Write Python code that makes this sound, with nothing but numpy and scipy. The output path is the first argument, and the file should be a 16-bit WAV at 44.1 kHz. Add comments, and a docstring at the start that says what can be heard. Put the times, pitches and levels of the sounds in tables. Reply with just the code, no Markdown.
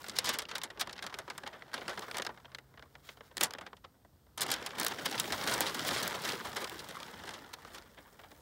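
"""Paper map on a hillside

A large paper map is turned, shaken and bundled up; its holder then walks off through dry grass.
Each crease that buckles sends a burst through the sheet: treble first and short, bass later and longer.
The bursts drive bands of noise that stand for the sheet's dense modes. Footsteps thud on the turf,
and a quiet low wash of air and a faint rising drone lie underneath."""
import sys
import numpy as np
from scipy import signal
from scipy.fft import rfft, irfft, next_fast_len
from scipy.io import wavfile
from scipy.ndimage import uniform_filter1d

SR = 44100
rng = np.random.default_rng(int(sys.argv[2]) if len(sys.argv) > 2 else 0)


def unload_wav(signal):
    """Save mono or channel-first audio to the path in sys.argv[1] as 16-bit WAV at rate SR, clipped to [-1, 1]."""
    wavfile.write(
        sys.argv[1],
        SR,
        np.round(np.clip(np.atleast_2d(signal).T, -1, 1) * 32767).astype(np.int16),
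    )


N = 370881
BURST_SAMPLES = 4096
FFT_SIZE = next_fast_len(N + BURST_SAMPLES)
BINS_HZ = np.fft.rfftfreq(FFT_SIZE, 1 / SR)
TIME_S = np.arange(N) / SR

# Bands of the sheet, which scale each buckle's level and decay: centre_hz, share_db, ring_factor, lag_ms
SHEET_BANDS = [(121.6, -16, 2.5, 4.3), (278, -10.5, 3, 7.3), (730, -10.5, 3.3, 1.1), (1115, -7, 2.96, 0.25),
               (2690, -6.5, 1.68, 0.77), (4620, -4, 1.42, 0.27), (8300, -0.5, 1.21, 0.085),
               (13170, -12.5, 0.085, .05)]
# Fader ride of the rustle as the sheet moves: time_s, level_db
RUSTLE_LEVEL = [(0,-63),(.28,-47.5),(.46,-72),(.54,-53),(.72,-71.5),(.81,-57),(1.05,-63.5),(1.3,-63.5),(1.71,-65),(1.76,-53),
                (2.18,-61),(2.32,-71.5),(2.75,-81.5),(3.09,-76.5),(3.36,-78.5),(3.43,-36.5),(3.49,-66),(3.65,-67),(3.78,-86.5),
                (4.368,-89.5),(4.4,-46.5),(4.51,-44.5),(4.74,-54.5),(4.82,-43.5),(4.98,-50.5),(5.51,-39),(5.79,-44.5),(5.91,-38),(6.19,-46.5),(6.28,-39),
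                (6.41,-51),(7.32,-56.5),(7.58,-65.5),(7.76,-60.5),(7.84,-70),(8.41,-72.5)]
# Brightness ride of the rustle: time_s, treble_tilt_db
RUSTLE_BRIGHTNESS = [(0,1),(.3,-21),(.9,-20),(1.3,-6),(1.75,-13),(2.1,-2),(2.6,-3),(3.1,4),(3.4,-3.5),(3.6,-21.5),(4.5,-14.5),(5.1,-4.5),(5.8,-8),(6.6,-5),(7.3,-7),(7.6,-3),(8.41,5.5)]
# Creases that snap: peak_s, level_db, bass_tilt_db, treble_tilt_db, base_t60_ms
CREASE_SNAPS = [(0.043,-41.5,-3,-11,28),(0.0643,-41,-18,-10,29),(0.0838,-40,-2,4,23),(0.096,-31,-37,-8.5,20),(0.1868,-25,-10.5,1,27),
                (.256,-33,-12,0,54),(0.3875,-31.5,-4.5,-0.5,43),(.42,-40.5,-2,-4,40),(.453,-35.5,-7,-31,9.7),(0.4877,-42,-3,-11,80),
                (0.5132,-32,-5.5,-14,29),(.582,-39,-9,3,18),(.616,-37.5,-8,-13,25),(0.6357,-37,1,5,43),(0.702,-42,2.5,-12,28),
                (0.774,-47,8,-21,12),(0.7965,-34.5,-9,-1,37),(.8733,-38.5,4,-11,13),(0.895,-36,-13,-16,22),(.91,-41,-12,-19,10),(0.964,-44,-5,-17,20),(.98,-41,-11,-22,28),(0.991,-35.5,-9,-26,18),
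                (1.025,-36,-4.5,-7,35),(1.0404,-43.5,4,-6,42),(1.0652,-34,-2.5,-5,25),(1.097,-47,2,-15,20),(1.126,-43,4,-14,15),(1.1415,-32.5,-2.5,-12,19),(1.188,-38,5,-1,32),(1.2793,-44.5,9,-18,21),
                (1.301,-35,0,-9.5,28),(1.3794,-40.5,6,4.5,20),(1.435,-42.5,3.5,-15,16),(1.4647,-36.5,2,-19,25),(1.4747,-34.5,-5,-11,18),
                (1.622,-39,-0.5,-28,8.7),(1.7328,-36,-1,-10,11),(1.741,-33.5,0,-6,39),(1.7783,-34.5,2,-23,13),(1.8161,-43,8,-27,21),(1.8808,-34.5,5,-7,27),
                (1.9753,-37,4,-18,32),(1.9935,-30.5,-20,-3.5,6.4),(2.082,-52.5,18.5,-17,36),(2.1128,-33,-4,-14,12),(2.145,-38.5,5,-14,63),(2.1698,-31.5,-4,-1,17),
                (2.1833,-35.5,7,3.5,18),(2.198,-37,9,-13,17),(2.221,-30,-7,-5.5,15),(2.2495,-38,2,-7,19),(2.266,-28,-2,-11,17.5),
                (2.292,-46,12,-22,31),(2.375,-51.5,6,-27,20),(2.4,-54,2,-20,18),(2.4467,-56,10,-21,16),(2.4542,-43,-2,-50,15),(2.518,-54,4,-18,23),(2.5479,-33,-7.5,-14,15),
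                (2.5852,-43.5,-0.5,-8,17),(2.74,-63,13,-20,17),(2.775,-45.5,0,-39,16),(2.7944,-46.5,3,-24,9.5),(2.8247,-51,7,-24,22),(2.953,-44.5,0.5,-32,15),
                (3.09,-34,-10,-35,17),(3.1712,-53.5,6,-22,20),(3.2078,-43.5,2,-37,12),(3.313,-54,3,-27,23),(3.3697,-34,-4.5,1,13),
                (3.3795,-28.5,-5,1,7.2),(3.41,-21,-3.5,2,18),(3.4347,-28.5,0,12,46.4),(3.5083,-37,-0.5,-5,9.7),(3.5367,-31.5,-1,-5,6.1),
                (3.55,-45.5,9.5,-26,13),(3.5848,-39,2.5,-12,17),(3.6111,-45.5,6.5,-6,32),(3.665,-41,-0.5,-18,30),(3.731,-52,13,-20,13),(3.768,-53,-4,-7,24),
                (4.0486,-71,20.5,0,16),(4.267,-71.5,13,-8,16),(4.377,-40.5,1,7,49),(4.4083,-31.5,-18,7,30),(4.465,-35.5,2,-3,16),(4.5029,-30,-14,4,18),
                (4.516,-27,-7,5,37),(4.5397,-25.5,-11,-2,12),(4.6626,-28,-10,-5,29),(4.707,-36,-7,-18,8.9),(4.7985,-39.5,7,17.5,23),
                (4.813,-23.5,-10,-6,10),(4.8322,-29,-22,4,11),(4.8479,-28.5,1,4,7.6),(4.8652,-25,-9,2.5,20),(4.8826,-33.5,-8,7,10),
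                (4.9857,-37,0,-16,36),(5.113,-34,-14,-0.5,15),(5.1991,-24,-19,0.5,22),(5.323,-27.5,-2.5,-5,44),(5.539,-27,-13,1.5,18),
                (5.5795,-40,8,6,15),(5.6069,-33.5,18.5,19,5),(5.6148,-33,-3,0,54),(5.7462,-34.5,1.5,3.5,34),(5.794,-27.5,-24,-9,12),(6.0308,-31.5,-2,4,19),(6.0776,-38,4,17,11),
                (6.32,-32.5,-24,-3,20),(6.349,-50,-15,-12,12),(6.6964,-37.5,-13,-3,8.9),(6.7922,-35.5,-27,-7,37),(6.8884,-49,7,11,35),(7.002,-40,-17,-10,18),(7.03,-33.5,-9,-12,8.7),
                (7.14,-43,2,-22,11),(7.2373,-48,12,1,15),(7.2912,-38,0,-1.5,13),(7.3065,-46,4,-6,44),(7.445,-49,4,-15,14),(7.6492,-43.5,8,-18,9.4),(7.8219,-46,-18,-15,16)]
# Folds that give way slowly: peak_s, level_db, bass_tilt_db, treble_tilt_db, attack_ms, base_t60_ms
FOLD_CRUMPLES = [(.1671,-34,-25,-13,21,99),(0.245,-32,-19,-5.5,5.8,76),(0.271,-31.5,-3,-11,5.5,190),(0.2932,-25,-5.5,-2.5,6.8,32),
                 (0.3415,-34.5,0.5,-2,18,55),(0.5548,-30,-5,-7,4.6,36),(.815,-27,-6,-4.5,16.5,32),(0.93,-39,-21,-9,5,20),(1.53,-49.5,6,-24,3,86),
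                 (1.8944,-38.5,2.5,-10,3,76),(2.021,-43.5,2,-12,4.3,84),(3.848,-44.5,2.5,-26,11,18),(4.4176,-32,0.5,9,3.4,41),(4.4348,-33,-11,-1,21,16),
                 (4.4901,-36,-1,-8,17,43),(4.5304,-31,-5.5,-25,10,75),(4.786,-37,3.5,-1,7,53),(4.922,-37,4,-15,33,18),(5.0608,-24,-8,-5.5,10,29),
                 (5.1435,-34.5,1,-19,3,51),(5.179,-31.5,-14,-17,3,49),(5.439,-33,-13,-2,5,20),(5.4746,-33,1,-1,4,74),(5.4946,-32,-4,-4,3,36),(5.5137,-38,10.5,1,4,135),(5.666,-30,-10,-9,3,100),
                 (5.8854,-33,-4,-2.5,41,53),(5.9328,-35.5,-10,-10,6.6,660),(6.153,-39.5,6,-8,24,53),(6.252,-33,-3,-9,17,45),(6.29,-35,-4,-1,4.5,28),(6.454,-47,11,-1,30,120),
                 (6.568,-35,2.5,-4.5,15,56),(6.6242,-43.5,10,-3,47,48),(6.645,-29,-24,-11,6.4,15),(6.9104,-43,-3,-5,5.5,13),(7.2766,-45,-2,-10,13,50),(7.338,-41.5,-5,-9,3,85),
                 (7.539,-40.5,-2,-5,12,18),(7.747,-44,2.5,-4,3.8,65),(7.7833,-44,-8,-13,13,24),(7.98,-47.5,-2,-65,14,45),(8.194,-47.5,4,-26,5.5,26),
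                 (8.236,-50.5,1,-38,4,63),(8.3168,-54,8,-3,7,17)]
# Spectral shape of the air bed: frequency_hz, gain_db
AIR_SPECTRUM = [(18, -43), (30, -29), (51, 1.5), (69, -0.5), (86, 0.5), (103, -4), (251, -10.5),
                (1150, -29.5), (1310, -29.5), (1490, -42), (2660, -33.5), (9110, -28), (15800, -46)]
# Paper sliding softly over paper: middle_s, level_db, half_length_s
PAPER_SLIDES = [(3.088, -59.5, 0.064), (3.265, -67.5, .04)]
# Hurried steps on turf: peak_s, level_db
FOOTSTEPS = [(4.48,-59),(4.8,-67),(5.33,-54),(5.51,-53),(5.92,-50),(6.48,-55.5),(6.76,-64),(7.19,-54.5),(7.65,-72)]
# Overall tone colour, with a dip near 2.5 kHz, a bright top and a steep drop at 16 kHz:
# frequency_hz, gain_db
MASTER_EQ = [(30, -1.5), (300, -0.74), (1700, 1.47), (2100, 1.05), (2550, -1.5), (3200, 2), (5200, 0.2),
             (6200, -4.5), (9300, -5), (11000, -4), (13500, 12), (15300, 10.5), (15750, 15), (16000, -45.5),
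             (16700, -9.5)]

BAND_HZ, BAND_SHARE_DB, BAND_RING, BAND_LAG_MS = np.transpose(SHEET_BANDS)[:, :, None]  # one row a band
BAND_COUNT = len(SHEET_BANDS)


def gain_of(db):
    """Decibels to an amplitude factor."""
    return 10 ** (np.asarray(db) / 20)


def unit_rms(x):
    """Scales each row to rms 1."""
    return x / np.sqrt(np.mean(x ** 2, axis=-1, keepdims=True) + 1e-20)


def curve_at(points, hz):
    """Reads a (frequency_hz, value) curve on a log-frequency axis."""
    point_hz, value = np.transpose(points)
    return np.interp(np.log(hz + 1), np.log(point_hz + 1), value)


def filtered(x, gains):
    """Filters x by gains given on the bins of its spectrum."""
    return irfft(rfft(x, FFT_SIZE) * gains, FFT_SIZE)[..., :N]


def equalised(x, curve):
    """Runs x through a (frequency_hz, gain_db) EQ curve."""
    return filtered(x, gain_of(curve_at(curve, BINS_HZ)))


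def tilt_db(bass_db, treble_db, bass_hz=900, pivot_hz=3500, treble_hz=10000):
    """Tone control over the sheet's bands: a bass shelf and a treble slope either side of a pivot."""
    from_pivot = np.log(BAND_HZ / pivot_hz)
    shelf = np.clip(from_pivot / np.log(bass_hz / pivot_hz), 0, 1)
    slope = np.maximum(from_pivot / np.log(treble_hz / pivot_hz), 0)
    return shelf * bass_db + slope * treble_db


def buckle(attack_ms, base_t60_ms):
    """Power envelope of one buckle per band: bending waves are slower in the bass, so it peaks later."""
    t = np.arange(BURST_SAMPLES) / SR
    peak_s = (BAND_LAG_MS + attack_ms) / 1000
    t60_s = (base_t60_ms * BAND_RING + 4.8 * BAND_LAG_MS) / 1000
    attack = np.minimum(t / peak_s, 1) ** 3.7
    return attack * gain_of(-60 * np.maximum(t - peak_s, 0) / t60_s) ** 2


def rustle(buckles_per_s=140, firm_db=-43.5):
    """Power of countless small, uneven buckles over the smooth swish of paper and dry grass."""
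    onsets = np.flatnonzero(rng.random(N) < buckles_per_s / SR)
    size_db = -1.5 * np.minimum(rng.exponential(1, N), 4)[onsets]
    tone_db = tilt_db(*2.2 * rng.standard_normal((N, 2))[onsets].T)
    # each buckle favours its own pitch range
    tone_db += 5.2 * np.clip(rng.standard_normal((N, BAND_COUNT))[onsets].T, -2, 1.6)
    triggers = np.zeros((BAND_COUNT, N))
    triggers[:, onsets] = gain_of(size_db + tone_db) ** 2
    crackle = np.abs(signal.oaconvolve(triggers, buckle(attack_ms=0.32, base_t60_ms=18), axes=1)[:, :N])
    crackle /= crackle.mean(axis=1, keepdims=True)
    swish_share = np.clip(0.36 + 0.4 * tilt_db(0.3, 0.5), 0, 1)  # smoothest in the treble
    level_db = np.interp(TIME_S, *np.transpose(RUSTLE_LEVEL))
    bass_db = 4.5 + 0.2838 * (firm_db - level_db)  # gentler handling is relatively richer in bass
    treble_db = np.interp(TIME_S, *np.transpose(RUSTLE_BRIGHTNESS))
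    texture = swish_share + (1 - swish_share) * crackle
    return gain_of(level_db + tilt_db(bass_db, treble_db)) ** 2 * texture


def snaps_and_crumples():
    """Power of the foreground hits: creases that snap and folds that give way slowly."""
    power = np.zeros((BAND_COUNT, N + BURST_SAMPLES))
    # longer-ringing snaps also have a slower attack
    snaps = [(*hit, 0.51 + 0.03 * t60_ms, t60_ms) for *hit, t60_ms in CREASE_SNAPS]
    for peak_s, level_db, bass_db, treble_db, attack_ms, t60_ms in snaps + FOLD_CRUMPLES:
        start = round((peak_s - attack_ms / 1000) * SR)
        peak_power = gain_of(level_db + tilt_db(bass_db, treble_db)) ** 2
        power[:, start:start + BURST_SAMPLES] += peak_power * buckle(attack_ms, t60_ms)
    low_cut_db = -7.0 * np.maximum(np.log2(600 / BAND_HZ), 0)  # a small crease moves little air in the bass
    return power[:, :N] * gain_of(low_cut_db) ** 2


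def drifting_modes():
    """Noise whose resonances come and go as the sheet changes shape."""
    frames = dict(nperseg=1024, noverlap=768)
    hz, _, spectrogram = signal.stft(rng.standard_normal(N + 1024), fs=SR, **frames)
    patches = uniform_filter1d(rng.standard_normal(spectrogram.shape), size=4, axis=0)
    patches = uniform_filter1d(patches, size=6, axis=1)
    depth_db = curve_at([(1200, 2.43), (3000, 1.0)], hz)[:, None]  # hollower in the bass
    return signal.istft(spectrogram * gain_of(depth_db * patches / patches.std()), **frames)[1][:N]


def paper():
    """The sheet's dense modes in overlapping bands, driven by buckling and sliding."""
    centres_hz = np.r_[BAND_HZ[0] / 2, BAND_HZ[:, 0]]  # the lowest band fades out an octave down
    band_position = np.interp(np.log(BINS_HZ + 1), np.log(centres_hz), np.arange(-1, BAND_COUNT))
    crossovers = np.cos(np.pi / 2 * np.clip(band_position - np.arange(BAND_COUNT)[:, None], -1, 1))
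    modes = unit_rms(filtered(drifting_modes(), crossovers))
    jerks = unit_rms(uniform_filter1d(rng.standard_normal(N), size=24))  # a crease gives way in tiny jerks
    grit = unit_rms(gain_of(3.8 * np.clip(jerks, -2, 2) * np.clip(BAND_HZ / 5000, 0, 1)))
    envelope = np.sqrt(snaps_and_crumples() + rustle() + slides())
    bands = gain_of(BAND_SHARE_DB) * modes * grit * envelope
    return filtered(bands, np.sqrt(np.abs(crossovers))).sum(axis=0)  # each band stays in its own range


def air(level_db=-65, swell_db=0.49):
    """Low wash of open air with a faint hiss, swelling slightly."""
    rates_hz = np.geomspace(0.2, 6, num=20)
    swell = unit_rms(sum(np.sin(2 * np.pi * (hz * TIME_S + rng.random())) / np.sqrt(hz) for hz in rates_hz))
    wash = unit_rms(equalised(rng.standard_normal(N), AIR_SPECTRUM))
    return gain_of(level_db + swell_db * swell) * wash


def drone(peak_db=-64, peak_s=2.1, end_s=3.9, rise_db_per_s=45, fade_db_per_s=8, climb_hz_per_s=21):
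    """A faint far tone that climbs steadily, swells and fades, slightly unsteady."""
    waver = unit_rms(uniform_filter1d(rng.standard_normal(N), size=4000))
    pitch_hz = (115 + climb_hz_per_s * (TIME_S - 1.9)) * (1 + 0.0028 * waver)
    tone = np.sqrt(2) * np.sin(2 * np.pi * np.cumsum(pitch_hz) / SR)
    level_db = peak_db - np.maximum(rise_db_per_s * (peak_s - TIME_S), fade_db_per_s * (TIME_S - peak_s))
    return gain_of(level_db + 1.4 * waver) * (TIME_S < end_s) * tone


def slides():
    """Power of paper gliding over paper: thin, smooth swishes that swell and fade."""
    swell = sum(gain_of(level_db) ** 2 * np.clip(1 - ((TIME_S - middle_s) / half_s) ** 2, 0, 1) ** 2
                for middle_s, level_db, half_s in PAPER_SLIDES)
    return gain_of(tilt_db(bass_db=-4, treble_db=-2.5)) ** 2 * swell


def footsteps(attack_s=0.048, t60_s=0.65):
    """Feet on turf: dull, lumpy thuds through the ground."""
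    rumble = equalised(rng.standard_normal(N), [(25, -41), (60, 0), (110, -1), (200, -15), (500, -70)])
    envelope = np.zeros(N)
    for peak_s, level_db in FOOTSTEPS:
        attack = np.clip((TIME_S - peak_s) / attack_s + 1, 0, 1)
        envelope += attack * gain_of(level_db - 60 * np.maximum(TIME_S - peak_s, 0) / t60_s)
    return envelope * unit_rms(rumble)


def scene():
    """Mono mix of map, footsteps, air and drone."""
    return (paper() + footsteps() + air() + drone())[None]


def record(dry):
    """Overall tone colour with a bright top, then a steep low-pass."""
    low_pass = signal.firwin(511, cutoff=16850, window=("kaiser", 9), fs=SR)
    return signal.oaconvolve(equalised(dry, MASTER_EQ), low_pass[None], "same")


dry = scene()
out = record(dry)
unload_wav(out)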